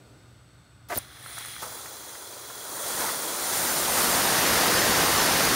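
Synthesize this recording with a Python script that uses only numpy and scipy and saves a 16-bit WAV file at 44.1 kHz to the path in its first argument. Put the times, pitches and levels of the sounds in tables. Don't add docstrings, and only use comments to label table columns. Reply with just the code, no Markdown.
import sys
import numpy as np
from scipy import signal
from scipy.fft import rfft, irfft
from scipy.io import wavfile
from scipy.ndimage import uniform_filter1d

SR = 44100
rng = np.random.default_rng(int(sys.argv[2]) if len(sys.argv) > 2 else 0)


def inscribe(sig):
    pcm = np.round(np.clip(np.atleast_2d(sig).T, -1, 1) * 32767)
    wavfile.write(sys.argv[1], SR, pcm.astype(np.int16))


def gain_from_decibels(decibels):
    exponent = np.asarray(decibels, float) / 20
    return 10 ** exponent


N = 244755
HOP = 128
HZ = np.fft.rfftfreq(4 * HOP, 1 / SR)[:, None]
FRAME_S = np.arange(N // HOP + 5) * HOP / SR


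def evened(x):
    return x / np.sqrt(np.mean(x ** 2) + 1e-30)


def read(points, hz):
    f, value = np.transpose(points)
    return np.interp(np.log(hz + 1), np.log(f), value)


def curves(rows, t):
    s, *columns = np.transpose(rows)
    return [np.interp(t, s, c) for c in columns]


def add(mix, s, sound):
    part = mix[round(s * SR):][:len(sound)]
    part += sound[:len(part)]


def ramp(t, start_s, rise_s):
    return np.clip((t - start_s) / rise_s, 0, 1)


def settle(t, start_s, time_s):
    return 1 - np.exp(-np.maximum(t - start_s, 0) / time_s)


def bumps(rows):
    return sum(np.exp(-(2 * (HZ - hz) / width) ** 2) * db for hz, width, db in rows)


def layer(shape):
    power = gain_from_decibels(read(shape, HZ)) ** 2
    return power / power.sum()


def noise(power):
    overlap = dict(nperseg=4 * HOP, noverlap=3 * HOP)
    a, b = rng.standard_normal((len(FRAME_S), len(HZ), 2)).T
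    random_bins = a + 1j * b
    white = signal.istft(random_bins, **overlap)[1].std() * np.sqrt(len(HZ))
    shaped = signal.istft(random_bins * np.sqrt(power), **overlap)[1][:N]
    return shaped / white * len(HZ)


def drift(frames, bins):
    field = rng.standard_normal((len(FRAME_S), len(HZ))).T
    field = uniform_filter1d(field, int(bins), axis=0)
    return evened(uniform_filter1d(field, int(frames), axis=1))


def resonate(x, hz, width):
    turn = np.exp(2j * np.pi * np.cumsum(hz * np.ones(len(x))) / SR)
    r = np.exp(-np.pi * width / SR)
    return 2 * (turn * signal.lfilter([1 - r], [1, -r], x / turn)).real


# pitch in Hz, level in dB per Hz.
ROOM_WASH = [(25, -40), (45, -27), (65, -1), (110, 0), (170, -6), (350, -20), (700, -18.5), (1800, -22),
             (3000, -26), (5000, -29.5), (7500, -35), (10000, -38), (13000, -41), (15700, -45)]
# pitch in Hz, width in Hz, boost in dB.
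FAN_RESONANCES = [(120, 17, 4), (298, 30, 12), (1240, 200, 6), (1480, 250, 7), (3600, 400, 7),
                  (4400, 250, 11), (5930, 250, 5), (7950, 300, 11)]
# pitch in Hz, level in dB.
MOTOR_TONES = [(60.5, -66), (119.9, -59.5), (1199, -80), (1426, -79), (2099, -80), (2702, -87), (7932, -77),
               (8000, -80), (8069, -72)]


def plant_room():
    fade_db = 4 * ramp(FRAME_S, 0.27, 0.16) + 10 * np.minimum(FRAME_S, 1)
    low_db, high_db = -56.5 - fade_db, -66 - 0.6 * fade_db
    draught = layer([(100, -8), (300, -2), (600, -8), (1200, -21), (4000, -39)]) * gain_from_decibels(low_db) ** 2
    airy = layer([(2000, 0), (4000, 2), (9000, -4), (12000, -11), (15000, -15)])
    draught = draught + airy * gain_from_decibels(high_db) ** 2

    t = np.arange(N) / SR
    white = rfft(rng.standard_normal(N))
    hz = np.fft.rfftfreq(N, 1 / SR)
    fans_db = sum(db * np.exp(-(2 * (hz - fan_hz) / width) ** 2) for fan_hz, width, db in FAN_RESONANCES)
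    wash = evened(irfft(white * gain_from_decibels(read(ROOM_WASH, hz) + fans_db), N))
    burner_db = -56
    for line_hz, db in MOTOR_TONES:
        waver = 1 + 0.08 * evened(resonate(rng.standard_normal(N), 0, 12))
        tone = np.sin(2 * np.pi * (line_hz * t + rng.random()))
        wash = wash + np.sqrt(2) * gain_from_decibels(db - burner_db) * waver * tone
    sink_db = 10.5 * settle(t, 1.6, 0.54)
    return gain_from_decibels(burner_db - sink_db) * wash + noise(draught)


def whistle_track(t):
    lead_s, dive_s, dive_end_s = 0.951, 0.9728, 0.9887
    edge_db_per_s = 6000
    hz = 15600 - 420000 * np.clip(t - dive_s, 0, 0.02)
    lead_db = -39 + 3 * np.cos(2 * np.pi * 130 * (t - 0.958))
    sag_db = np.where(t < dive_s, edge_db_per_s / 2 * (dive_s - t), 170 * (t - dive_s))
    dive_db = -25.5 - sag_db
    outside_s = np.maximum(lead_s - t, 0) + 4 * np.maximum(t - dive_end_s, 0)
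    return hz, np.maximum(lead_db, dive_db) - edge_db_per_s * outside_s


# time in seconds, level in dB.
SPURT_HISS = [
    (.8835, -75),
    (.887, -45),
    (.898, -43.5),
    (.905, -38.5),
    (.94, -39),
    (.952, -34.5),
    (.977, -32.5),
    (.999, -48),
    (1.1, -68),
]
# pitch in Hz, level in dB per Hz.
SPURT_COLOUR = [(300, -8), (1500, -1), (2600, -7), (3500, -2), (6500, -1), (8000, -6), (9000, 0),
                (11500, -4), (15700, -5)]
# time in seconds, height (minus sucks inward), width in milliseconds.
PRESSURE_POPS = [
    (.9598, .06, .2),
    (.9661, -.07, .45),
    (.9687, .05, .2),
    (.9745, -.04, 1.2),
    (.9779, -.05, .25),
    (.9787, .11, .25),
    (.9801, .05, .25),
]


def spurt():
    t = np.arange(N) / SR
    hiss_db = curves(SPURT_HISS, t)[0]
    live = (t > SPURT_HISS[0][0]) & (t < SPURT_HISS[-1][0])
    low_share = 0.2
    hiss = (1 - low_share) * noise(layer(SPURT_COLOUR))
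    hiss = hiss + low_share * noise(layer(ROAR) + layer(RUMBLE))
    spit = gain_from_decibels(1.8 * evened(uniform_filter1d(rng.standard_normal(N), size=60)))

    hz, whistle_db = whistle_track(t)
    pure = np.sqrt(2) * np.sin(2 * np.pi * np.cumsum(hz) / SR)
    breath = evened(resonate(rng.standard_normal(N), hz, 700))
    tone = np.clip((15500 - hz) / 300, 0, 1) * pure + 0.45 * breath
    whistle = (whistle_db > -59) * gain_from_decibels(whistle_db) * tone

    pops = sum(height * np.exp(-((t - s) * 1000 / ms) ** 2) for s, height, ms in PRESSURE_POPS)
    return live * (gain_from_decibels(hiss_db) * spit * hiss + pops) + whistle


# time in seconds, level in dB.
STEM_EFFORT = [
    (.893, -60),
    (.901, -35),
    (.91, -31),
    (.919, -31),
    (.924, -27.5),
    (.93, -29),
    (.937, -30),
    (.946, -39),
    (.96, -58),
]
# pitch in Hz, width in Hz, level in dB.
STEM_NOTES = [(660, 110, 0), (930, 250, -3), (1200, 240, -3), (1520, 280, -5), (1900, 200, -8),
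              (440, 200, -8)]


def creak():
    t = np.arange(N) / SR
    slips_per_s = 1800
    slips = (rng.random(N) < slips_per_s / SR) * rng.standard_normal(N)
    ring = sum(gain_from_decibels(db) * evened(resonate(resonate(slips, hz, width), hz, 2 * width))
               for hz, width, db in STEM_NOTES)
    ring = ring / np.sqrt(uniform_filter1d(ring ** 2, size=400) + 0.05)
    live = (t > STEM_EFFORT[0][0]) & (t < STEM_EFFORT[-1][0])
    return live * gain_from_decibels(curves(STEM_EFFORT, t)[0]) * ring


# time in seconds, level in dB.
NOZZLE_FLOW = [(1.0, -49), (1.05, -54), (1.18, -51), (1.33, -46.5), (1.6, -52), (1.75, -46), (1.92, -48.5),
               (2.44, -48.5), (2.65, -44.5), (2.9, -36), (3.17, -37), (3.38, -36.5), (3.56, -31.5),
               (3.9, -30), (3.96, -29), (4.27, -26.5), (4.5, -24.5), (5.55, -24.5)]
# time in seconds, change in dB, rise in seconds, fall in seconds.
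FLOW_SURGES = [
    (1.36, -0.5, .03, .04),
    (1.52, 2.2, .04, .03),
    (1.605, 2, 0.041, .012),
    (1.628, 10.5, .006, 0.042),
    (3.01, 3.5, 0.024, 0.047),
    (3.09, 2, 0.065, 0.043),
    (3.99, 2, 0.038, 0.22),
    (5.2, 0.55, .1, 0.12),
]


def layer_levels(t):
    flow_db = curves(NOZZLE_FLOW, t)[0]
    surge_db = sum(db * np.exp(-np.where(t < s, ((s - t) / rise) ** 2, (t - s) / fall))
                   for s, db, rise, fall in FLOW_SURGES)
    thin_db = -48

    water = ramp(t, 1.277, 0.11) * (1 - ramp(t, CLEARS_S, 0.013))
    open_slope = 0.85
    slope = 0.46 + (open_slope - 0.46) * ramp(flow_db, -39.5, 3)
    body_db = -46 + np.where(flow_db > thin_db, slope, open_slope) * (flow_db - thin_db)
    body_db = body_db + 0.53 * surge_db + 7 * water

    knee_db = -31.5
    below = np.minimum(flow_db, knee_db) - thin_db
    above = np.maximum(flow_db - knee_db, 0)
    fizz_db = -46.5 + 1.09 * below + 0.45 * above + 0.83 * surge_db
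    fizz_db = fizz_db - 10 * (1 - ramp(t, 1.15, 0.1))
    fizz_db = fizz_db - 3.5 * settle(t, 4.13, 0.25)
    return flow_db + surge_db, body_db, fizz_db, surge_db


CLEARS_S = 1.62
# pitch in Hz, level in dB per Hz.
ROAR = [(150, -40), (300, -0.5), (500, 1), (1000, 0), (1900, -2.5), (2400, -15.5), (4000, -9), (9000, -27)]
BODY = [(800, -40), (2000, 2), (3000, -2), (4500, -0.5), (6500, 1.5), (8000, -4.5), (9000, -6.5),
        (14000, -8.5)]
FIZZ = [(4000, -15), (7500, 0.5), (8800, 3.5), (10000, -0.5), (11500, -3.5), (13000, -0.5), (15700, -8)]
RUMBLE = [(20, -35), (40, -12), (80, -6), (150, -5), (250, 2), (400, -38), (1000, -24.5)]
# pitch in Hz, width in Hz, boost in dB while sputtering,
# boost in dB for a thin jet, boost in dB for a full jet.
NEARBY_METAL = [(474, 600, -6, 2, -1), (990, 250, -6.5, 3, -0.5), (1360, 240, 0.5, 4.5, -0.5),
                (1880, 840, 0.5, -2, -0.5), (2720, 1070, -4, -5, 1), (3350, 280, 8.5, 9, -1),
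                (4050, 140, 4, 6.5, -2.5), (4600, 470, -6, 1.5, 1), (5280, 710, -4, -1, 1),
                (6050, 250, 0, 2, 2), (6900, 2840, -8, 1, -2.5), (8190, 780, -7, -6.5, -4.5),
                (9680, 410, 8.5, 6.5, 2.5), (10100, 230, 9, 6.5, -4), (11000, 950, -4, -3.5, -2),
                (11700, 400, -8, -2, 2.5), (12800, 350, -10, 0, 0.5), (13600, 300, -6, 4, -3),
                (13950, 200, -7, 1, -4), (15200, 1700, -1, 5.5, 0), (12350, 350, -7, 0, -2),
                (7750, 300, 3, 0, -3), (8900, 500, 6, 4.5, -0.5), (13150, 300, -6, -2, -6)]


def jet():
    roar_db, body_db, fizz_db, surge_db = layer_levels(FRAME_S)
    full = np.clip((roar_db + 41) / 16, 0, 1)
    wet = np.clip((CLEARS_S - FRAME_S) / 0.032, 0, 1)
    rumble_db = roar_db - 16.5 + 8.64 * full
    levels = ((ROAR, roar_db), (BODY, body_db), (FIZZ, fizz_db), (RUMBLE, rumble_db))
    power = sum(layer(shape) * gain_from_decibels(db) ** 2 for shape, db in levels)

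    colour_db = bumps((hz, width, wet * wet_db + (1 - wet) * (thin_db + (full_db - thin_db) * full))
                      for hz, width, wet_db, thin_db, full_db in NEARBY_METAL)

    keep = np.exp(-HOP / SR / 0.17)
    rise_db = curves(NOZZLE_FLOW, FRAME_S)[0] - NOZZLE_FLOW[0][1]
    ahead_db = rise_db - signal.lfilter([1 - keep], [1, -keep], rise_db)
    colour_db = colour_db + bumps([(380, 310, -0.23 * ahead_db)])

    colour_db = colour_db + bumps([(1160, 1100, 0.7 * surge_db)])

    crest_hz = np.clip(14870 + 150 * (FRAME_S - CLEARS_S), 14870, 15200)
    depth_db = 5.5 * (1 - settle(FRAME_S, CLEARS_S, 1.7))
    ripple = np.cos(2 * np.pi * 24 * HZ / crest_hz)
    colour_db = colour_db + depth_db * ripple * np.clip((HZ - 13700) / 400, 0, 1)

    patchy_db = 1.07 * drift(13, 2.7)
    flicker_db = 0.5 * (1.2 - 0.21 * full) * drift(2, 60) * (HZ > 400)
    opened = np.clip((FRAME_S - 0.975) / 0.015, 0, 1)
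    return noise(power * opened * gain_from_decibels(colour_db + patchy_db + flicker_db) ** 2)


# time in seconds, low knock in dB, fizz in dB,
# length in milliseconds.
WATER_SLUGS = [(1.261, -34.5, -50, 3.2), (1.299, -47, -55, 2.8), (1.372, -40, -44, 4.6),
               (1.381, -32.5, -48, 2.3), (1.385, -54, -31, 4), (1.407, -41, -50, 10),
               (1.449, -37, -50, 2.5), (1.4577, -40, -35, 6), (1.484, -42, -35, 3.7),
               (1.5645, -34.5, -49, 1.5), (1.581, -41, -39, 3.6), (1.622, -46, -40, 9.2),
               (1.633, -44, -44, 21), (1.858, -39, -55, 6), (2.035, -44, -55, 4.3),
               (2.153, -37.5, -55, 3.5), (2.502, -39, -55, 5), (3.011, -38, -52, 26), (3.05, -48, -50, 20),
               (3.09, -35, -50, 20)]


def slugs():
    knock = sum(resonate(rng.standard_normal(N), hz, width) for hz, width in ((1100, 470), (1900, 250)))
    bright = gain_from_decibels(6.0 * np.exp(-((HZ - 9500) / 900) ** 2)) ** 2
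    spray = noise(layer(FIZZ) * bright + 0.27 * layer(BODY))
    t = np.arange(4000) / SR
    low, high, ticks = np.zeros(N), np.zeros(N), np.zeros(N)
    low_tick = np.exp(-t / 0.0011) * np.sin(2 * np.pi * 1400 * t)
    high_tick = np.exp(-t / 0.0003) * np.sin(2 * np.pi * 10500 * t)
    for s, knock_db, fizz_db, ms in WATER_SLUGS:
        puff = (1 - np.exp(-t / 0.00058)) * np.exp(-t * 1000 / ms)
        add(low, s, gain_from_decibels(knock_db) * puff)
        add(high, s, gain_from_decibels(fizz_db) * puff)
        add(ticks, s, gain_from_decibels(knock_db + 6.5) * low_tick)
        add(ticks, s, gain_from_decibels(fizz_db + 7.0) * high_tick)
    return low * evened(knock) + high * evened(spray) + ticks


def scene():
    mono = plant_room() + spurt() + creak() + jet() + slugs()
    return np.array([mono, mono])


def top_cut(x):
    return signal.sosfilt(signal.butter(12, 16940, fs=SR, output="sos"), x)


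# time in seconds, lowest pitch in Hz, highest pitch in Hz.
WIDE_MOMENTS = [(.2, 4600, 5800), (.526, 8300, 9700), (.665, 9700, 11000), (.665, 11700, 13100),
                (2.104, 13800, 15700), (3.335, 4700, 5700), (3.706, 5600, 6950), (3.706, 9650, 12400),
                (3.706, 13800, 15200), (4.264, 14450, 15700), (4.333, 11000, 12400), (4.357, 6890, 8270),
                (4.357, 9650, 11800), (4.357, 13100, 15700), (4.403, 8270, 9650), (4.473, 5700, 6950),
                (4.752, 4200, 5150), (4.752, 10340, 11700), (4.798, 5600, 7600), (4.798, 11000, 13100),
                (5.193, 5150, 6890), (5.449, 8960, 10340), (5.472, 4200, 5150), (5.472, 8960, 11000)]


def record(dry):
    mid = signal.lfilter(*signal.butter(2, 40, "high", fs=SR), dry[0])
    band_limit = signal.firwin(1023, 15760, window=("kaiser", 9), fs=SR)
    mid = signal.oaconvolve(mid, band_limit, "same")
    side, hz, window = np.zeros(N), np.fft.rfftfreq(2048, 1 / SR), np.kaiser(2048, 5)
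    for s, lowest_hz, highest_hz in WIDE_MOMENTS:
        start = round(s * SR) - 1024
        band = uniform_filter1d(abs(rfft(mid[start:start + 2048])), size=20)
        band = band * ((hz > lowest_hz) & (hz < highest_hz))
        scrambled = irfft(band * np.exp(2j * np.pi * rng.random(len(hz))))
        add(side, start / SR, gain_from_decibels(-2.0) * window * scrambled)
    return top_cut(np.array([mid + side, mid - side]))


dry = scene()
out = record(dry)
inscribe(out)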